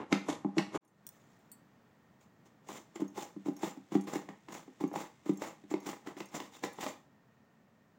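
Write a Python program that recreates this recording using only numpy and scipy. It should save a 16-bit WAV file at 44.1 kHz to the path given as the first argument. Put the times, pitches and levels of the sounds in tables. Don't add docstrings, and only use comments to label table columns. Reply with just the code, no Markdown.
import sys
import numpy as np
from scipy import signal
from scipy.fft import rfft, irfft, next_fast_len
from scipy.io import wavfile

SR = 44100
rng = np.random.default_rng(int(sys.argv[2]) if len(sys.argv) > 2 else 0)


def log_audio(samples):
    frames = np.atleast_2d(samples).T
    limited = np.clip(frames, -1, 1)
    pcm = np.round(limited * 32767).astype(np.int16)
    wavfile.write(sys.argv[1], SR, pcm)


N = 351918
TIME = np.arange(N) / SR

# t/s, length/s, rasp level/dB, hiss level/dB
CUTS = [(0.287, 0.044, -42, -51.5), (0.751, 0.0086, -36.5, -52.5), (2.69, 0.09, -50, -55.5),
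        (3.176, .06, -45, -52), (3.631, 0.052, -41, -49), (4.137, 0.026, -40.5, -50.5),
        (4.525, 0.07, -48, -54.5), (4.959, 0.062, -42, -50), (5.421, 0.054, -42, -51.5),
        (5.866, 0.053, -42, -49), (6.345, 0.022, -41.5, -49), (6.81, 0.076, -44.5, -49.5)]
SLIDES = [(0.0, 0.017, -44, -72), (0.123, 0.0039, -35.5, -48.5), (0.581, 0.0051, -36, -49.5),
          (1.12, .42, -74.5, -76), (2.21, 0.024, -76, -73.5), (2.456, .01, -67, -71.5),
          (2.958, .005, -47.5, -62), (3.005, 0.011, -49, -61.5), (3.156, 0.03, -61, -70),
          (3.46, 0.021, -48.5, -58.5), (3.567, 0.047, -66, -77), (3.92, .035, -46, -56.5),
          (4.073, 0.035, -48.5, -56), (4.289, 0.02, -51.5, -72), (4.487, 0.018, -54.5, -75),
          (4.806, 0.017, -47.5, -57.5), (4.93, 0.023, -52.5, -90), (5.26, .035, -52, -60.5),
          (5.706, 0.013, -51, -56.5), (6.066, .018, -43.5, -57.5), (6.176, .035, -50.5, -57.5),
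          (6.405, 0.062, -62, -63.5), (6.525, 0.049, -61, -62.5), (6.636, 0.0096, -39.5, -47),
          (6.72, 0.062, -64, -71)]
# creep/(dB/s), jump/dB, sag/(dB/s), rasp fall/(dB/s), hiss fall/(dB/s)
CUT_SHAPE = (550, 4.2, 37.6, 260, 330)
SLIDE_SHAPE = (820, 7.8, 23, 300, 420)
# f/Hz, level/dB
RASP_SPECTRUM = [(40, -24.5), (110, -3.5), (170, 10.5), (330, 9.5), (520, 6), (1000, 0), (1500, -6),
                 (2200, -11.5), (3200, -16.5), (5000, -28.5), (9000, -56)]
HISS_SPECTRUM = [(800, -4), (2000, 5.5), (3500, 6), (4600, 0.5), (5600, 2.5), (8000, 2.5), (11000, -2),
                 (16000, -7.5)]
def slicing():
    strokes = stroke_gains(CUTS, CUT_SHAPE) + stroke_gains(SLIDES, SLIDE_SHAPE)
    rasp_gain, hiss_gain = strokes * judder(per_s=160, depth_db=2.5)
    breaks = deck(grains(per_s=1800, spread_db=3.5), broad_db=1.5)
    rasp = rms_one(colour(breaks, RASP_SPECTRUM))
    hiss = rms_one(colour(grains(per_s=14000, spread_db=-1.0), HISS_SPECTRUM))
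    wet = hiss + from_db(-2) * juice()
    return rasp_gain * rasp + hiss_gain * wet


def stroke_gains(strokes, shape, catch_s=0.0052):
    creep, jump_db, sag, *falls = np.abs(shape)
    gains = np.zeros((2, N))
    for start, length, *levels in strokes:
        near = slice(max(int((start - .15) * SR), 0), int((start + length + .4) * SR))
        t = TIME[near] - start
        rise_db = creep * np.minimum(t, 0) + jump_db * np.clip(t / catch_s, -1, 0)
        held_db = rise_db - sag * np.clip(t, 0, length)
        after_s = np.maximum(t - length, 0)
        gains[:, near] += from_db([db + held_db - fall * after_s for db, fall in zip(levels, falls)])
    return gains


# f/Hz, width/Hz, level/dB
JUICE_POCKETS = [(1720, 950, -0.5), (2700, 420, -8), (3490, 450, -0.5), (5830, 1400, -5), (6220, 1300, -2),
                 (6900, 280, 1), (7250, 123, 6.5)]
def juice():
    crackle = np.zeros(N)
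    for hz, width, db in JUICE_POCKETS:
        bursts = resonate(grains(per_s=500, spread_db=2.5), hz, width)
        crackle += from_db(db) * bursts * judder(per_s=45, depth_db=5)
    return rms_one(crackle)


# f/Hz, width/Hz, level/dB
DECK_RESONANCES = [(321, 35, 0), (474, 7.7, 1.5), (649, 85, -7), (805, 113, 0), (1050, 100, -4.5),
                   (1121, 27, -6.5), (1214, 77, 0.5), (1805, 20, -9.5), (1870, 77, -17.5), (2204, 67, -2),
                   (2790, 82, -4), (3820, 70, -25), (3760, 180, -3), (5660, 450, -16)]
def deck(force, broad_db):
    return from_db(broad_db) * force + resonances(force, DECK_RESONANCES)


# t/s, thud level/dB, nominal f/Hz, clack level/dB, crack level/dB
KNOCKS = [(0.1251, -14.5, 289, -32.5, -23), (0.286, -25.5, 294, -29, -82), (0.447, -22.5, 293.6, -39, -79),
          (0.569, -22, 311, -36, -72), (0.5812, -19, 307, -49, -27), (0.752, -30, 320, -48, -65),
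          (2.69, -39, 319, -38.5, -62), (2.958, -35.5, 333, -47, -43.5), (2.997, -31.5, 314, -45, -61),
          (3.018, -19.5, 295, -40, -53), (3.178, -31, 374, -35.5, -50), (3.363, -32.5, 302, -53, -68),
          (3.459, -27, 300, -40.5, -62), (3.483, -21.5, 289, -36.5, -71), (3.632, -24, 324, -28, -41),
          (3.772, -35.5, 276, -58, -60), (3.919, -28, 315, -46, -54), (3.952, -12.5, 294, -29.5, -43),
          (3.998, -44, 303, -59, -59), (4.073, -32, 330, -43, -51), (4.156, -22, 301, -39, -42),
          (4.288, -39.5, 282, -43, -49), (4.485, -41.5, 308, -46, -49), (4.678, -41.5, 274, -51, -72),
          (4.808, -28, 305, -38.5, -68), (4.838, -19.5, 283, -33.5, -47), (4.915, -40, 310, -36.5, -65),
          (4.939, -57, 377, -37, -56), (4.959, -28.5, 330, -28.5, -48), (5.26, -32, 302, -44.5, -55),
          (5.293, -14.5, 302, -34.5, -45.5), (5.419, -57, 310, -28.5, -42), (5.638, -42.5, 296, -57, -62),
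          (5.713, -26, 301, -41, -49.5), (5.739, -19, 315.5, -31.5, -41), (5.866, -31, 314, -44, -61),
          (6.071, -32.5, 292, -43, -42), (6.166, -36.5, 304, -60, -51), (6.203, -33, 330, -33, -38),
          (6.401, -32.5, 304, -35.5, -38), (6.637, -30.5, 312, -28, -34), (6.786, -40, 340, -35, -55),
          (6.829, -53, 300, -33.5, -40), (6.864, -33, 290, -23.5, -37)]
# f/Hz, level/dB, t60/s
FRAME_MODES = [(300, -23, 0.082), (368, -18.5, 0.26)]
BOX_MODES = [(172, -5, 0.086), (198.6, 0.5, 0.17)]
def thuds():
    times, thud_db, pitch_hz, _, crack_db = np.transpose(KNOCKS)
    swell_s = 0.0049 * 2 ** ((-51 - crack_db) / 72)
    t = TIME[:SR // 8]
    flex = np.zeros(N + len(t))
    for start, db, hz, swell in zip((times * SR).astype(int), thud_db, pitch_hz, swell_s):
        sagging_hz = hz * (0.82 + 0.27 * np.exp(-t / 0.022))
        envelope = from_db(db) * t / swell * np.exp(1 - t / swell)
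        flex[start:start + len(t)] += envelope * np.sin(2 * np.pi * np.cumsum(sagging_hz) / SR)
    frame = from_db(2.0) * strike(times, thud_db, FRAME_MODES, scatter_db=-4.5)
    boom_db = thud_db - 10.5 - 0.72 * times
    box = strike(times + 0.0034, boom_db, BOX_MODES, scatter_db=5.0)
    body = cut_off(from_db(-3.0) * flex[:N] + frame + box, 610, "low", order=3)
    return cut_off(body, 192, "high", order=3)


# f/Hz, level/dB
CLACK_SPECTRUM = [(40, -27), (150, 0), (400, 21.5), (800, 19), (1200, 8.5), (1600, -12.5), (2200, -11),
                  (4000, -40)]
CRACK_SPECTRUM = [(900, -3), (1900, 12.5), (3500, 2.5), (5500, 0.5), (8000, -5.5), (11000, -17.5),
                  (16000, -20)]
def clacks():
    times, *_, clack_db, crack_db = np.transpose(KNOCKS)
    chatter = noise(CLACK_SPECTRUM) * dying(times, clack_db, decay_s=0.0044)
    crack = noise(CRACK_SPECTRUM) * dying(times + 0.001207, crack_db, decay_s=0.0037)
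    dull = from_db(12.0) * cut_off(clicks(times + 0.001005, clack_db), 1000, "low", order=2)
    sharp = from_db(1.0) * cut_off(clicks(times + 0.00107, crack_db), 6500, "low", order=2)
    force = from_db(-4.0) * cut_off(chatter, 2770, "low", order=4) + from_db(-2.0) * crack + dull + sharp
    return deck(cut_off(force, 140, "high", order=2), broad_db=1.0)


# t/s, share/0-1
RING_SHARE = [(4.4, 0.5), (5.4, 0.63), (6.4, 0.64)]
# f/Hz, level/dB
THINNING_EQ = [(300, -1.5), (500, -0.5), (700, -2), (900, 0), (1300, 2), (2600, -1)]
# f/Hz, width/Hz, level/dB
HOLLOW_RESONANCES = [(843, 62, 0), (1024, 92, 0.5), (2090, 200, 3.5), (3560, 110, -11)]
def hollow_ring(contact):
    share = np.interp(TIME, *np.transpose(RING_SHARE))
    ringing = colour(contact, THINNING_EQ) + resonances(contact, HOLLOW_RESONANCES)
    return (1 - share) * contact + share * ringing


# t/s, level/dB
CLINKS = [(0.8796, -62.5), (1.391, -70), (1.5167, -43)]
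SNAPS = [(1.067, -34.5), (1.074, -43), (1.09, -38)]
JINGLES = [(0.8493, -52), (3.08, -59), (3.5319, -64), (3.566, -49), (4.0106, -48.5), (4.8774, -54),
           (4.933, -50), (5.3348, -57), (5.3734, -50), (5.803, -54), (6.257, -52), (6.731, -52.5)]
# f/Hz, level/dB, t60/s
BANGLE_MODES = [(4500, -16, 0.14), (7700, -9, 0.17), (7300, -23, 0.067), (8780, 3, 0.097), (12340, 1, 0.11),
                (14400, -11, .14)]
HOLDER_MODES = [(3480, -6, 0.028), (4180, -11, 0.024), (5750, -2, 0.045), (6000, -15, 0.025),
                (6930, -1, 0.043), (8450, 1, 0.059), (9200, 3.5, 0.04), (12100, -5, 0.015),
                (13300, -4, .02), (14940, -8, 0.023)]
JINGLE_HZ = [5600, 6480, 6500, 7400, 9000, 9700, 10560, 12200, 12400, 13200]
def bangles_and_holder():
    clinks = strike(*np.transpose(CLINKS), BANGLE_MODES, scatter_db=1.5)
    snaps = strike(*np.transpose(SNAPS), HOLDER_MODES, scatter_db=1.5)
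    times, db = np.transpose(JINGLES)
    loose_modes = [(hz, -4 * np.log2(hz / JINGLE_HZ[0]), .07) for hz in JINGLE_HZ]
    rebound_s = times + rng.uniform(0.018, 0.03, len(times))
    jingles = strike(times, db - 3, loose_modes, scatter_db=6)
    jingles += strike(rebound_s, db - 8, loose_modes, scatter_db=6)
    times, db = np.transpose([*CLINKS, *SNAPS, *JINGLES])
    ticks = cut_off(rng.standard_normal(N) * dying(times, db, decay_s=0.0014), 8100, "high", order=3)
    return from_db(-5.5) * clinks + from_db(-16.5) * snaps + from_db(-11.5) * jingles + ticks


def squeak(at_s=6.55, half_length_s=.018):
    envelope = from_db(-59) * np.exp(-((TIME - at_s) / half_length_s) ** 2)
    return envelope * rms_one(resonate(rng.standard_normal(N), hz=3600, width_hz=180))


def sliding():
    on_deck = np.interp(TIME, [2.6, 2.7, 4.4, 6.9, 7.05], [0, .5, 1, 1, 0])
    rubbing = deck(grains(per_s=2100, spread_db=3.5), broad_db=31.0)
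    friction = cut_off(rms_one(colour(rubbing, HISS_SPECTRUM)), 8600, "low", order=2)
    return from_db(-73.5) * on_deck * judder(per_s=25, depth_db=1.5) * friction


def kitchen(x, first_echo_s, build_s, t60_s=0.32):
    t = TIME[:SR // 2]
    envelope = from_db(-60 * t / t60_s) * np.clip((t - first_echo_s) / build_s, 0, 1)
    echoes = rng.standard_normal(len(t)) * envelope
    return signal.fftconvolve(x, echoes / np.linalg.norm(echoes))[:N]


# f/Hz, width/Hz, level/dB
APPLIANCE_HUMS = [(127.5, 6.1, -95), (218.6, 9.6, -79), (1841, 48, -80.5)]
# f/Hz, level/dB
AIR_SPECTRUM = [(25, -16.5), (50, -22), (80, -3.5), (125, 6.5), (220, 7), (340, -1.5), (800, -5),
                (1400, -9.5), (2200, -15.5), (3500, -22), (5000, -25.5), (9000, -30), (16000, -33.5)]
# t/s, level/dB
AIR_LEVEL = [(0, -63), (1.4, -63.5), (2.3, -64.5), (7.5, -66)]
def room_tone():
    hums = sum(from_db(db) * rms_one(resonate(rng.standard_normal(N), hz, width))
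               for hz, width, db in APPLIANCE_HUMS)
    return from_db(np.interp(TIME, *np.transpose(AIR_LEVEL))) * noise(AIR_SPECTRUM) + hums


def from_db(db):
    return 10 ** (np.asarray(db) / 20)


def rms_one(x):
    return x / np.sqrt(np.mean(x ** 2) + 1e-20)


def colour(x, spectrum):
    hz, db = np.transpose(spectrum)
    size = next_fast_len(x.shape[-1] + SR // 10)
    bin_hz = np.maximum(np.arange(size // 2 + 1) * SR / size, 1)
    gain = from_db(np.interp(np.log(bin_hz), np.log(hz), db))
    return irfft(rfft(x, size) * gain, size)[..., :x.shape[-1]]


def noise(spectrum):
    return rms_one(colour(rng.standard_normal(N), spectrum))


def cut_off(x, hz, kind, order):
    return signal.sosfilt(signal.butter(order, hz, kind, fs=SR, output="sos"), x)


def resonate(x, hz, width_hz):
    r = np.exp(-np.pi * width_hz / SR)
    feedback = [1, -2 * r * np.cos(2 * np.pi * hz / SR), r * r]
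    return signal.lfilter(np.array([1, 0, -1]) * (1 - r * r) / 2, feedback, x + 1e-18)


def resonances(x, peaks):
    return sum(from_db(db) * resonate(x, hz, width) for hz, width, db in peaks)


def clicks(times, db):
    out = np.zeros(N)
    out[np.clip(np.round(times * SR).astype(int), 0, N - 1)] = from_db(db)
    return out


def strike(times, db, modes, scatter_db):
    out = np.zeros(N)
    chance = rng.standard_normal((len(times), len(modes)))
    for k, (hz, mode_db, t60) in enumerate(modes):
        r, w = from_db(-60 / (t60 * SR)), 2 * np.pi * hz / SR
        blows = clicks(times, db + mode_db + scatter_db * chance[:, k])
        out += signal.lfilter([0, np.sin(w)], [1, -2 * r * np.cos(w), r * r], blows + 1e-18)
    return out


def dying(times, db, decay_s):
    return signal.lfilter([1], [1, -np.exp(-1 / (decay_s * SR))], clicks(times, db) + 1e-18)


def grains(per_s, spread_db):
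    sizes = from_db(spread_db * np.minimum(rng.exponential(1, N), 4))
    return rms_one((rng.random(N) < per_s / SR) * sizes * rng.choice([-1, 1], N))


def judder(per_s, depth_db):
    steps = rng.standard_normal(N // 10)
    return rms_one(from_db(depth_db * np.interp(TIME * per_s, np.arange(len(steps)), steps)))


def scene():
    cuts = hollow_ring(slicing() + sliding()) + squeak()
    bumps = thuds()
    clatter = hollow_ring(clacks())
    rings = bangles_and_holder()
    to_room = from_db(-10.5) * (cuts + bumps) + from_db(-5.0) * clatter + from_db(-17.5) * rings
    room = kitchen(to_room, first_echo_s=0.0092, build_s=0.0015)
    mid = cuts + bumps + clatter + rings + room + room_tone()
    side_echoes = kitchen(cuts + rings, first_echo_s=.001, build_s=.002)
    side = from_db(-21) * cut_off(side_echoes, 4500, "high", order=6)
    return np.array([mid + side, mid - side])


# f/Hz, level/dB
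MICROPHONE_EQ = [(4800, -1), (6500, 1), (7500, 1), (8400, -4), (11000, -7), (13600, -5), (14900, 7),
                 (15700, 6)]
OPENING_EQ = [(5500, 2), (7500, 0), (10000, 1.5), (13500, 0.5), (15000, -41.5)]
def record(dry, stop_s=.777, cutoff_hz=15900):
    sound = colour(dry, MICROPHONE_EQ)
    opening = colour(sound, OPENING_EQ) * np.clip((stop_s - TIME) / 0.0019, 0, 1)
    rest = sound * np.clip((TIME - stop_s - 0.03) / 0.26, 0, 1)
    return signal.sosfilt(signal.ellip(10, .1, 70, cutoff_hz, fs=SR, output="sos"), opening + rest)


dry = scene()
out = record(dry)
log_audio(out)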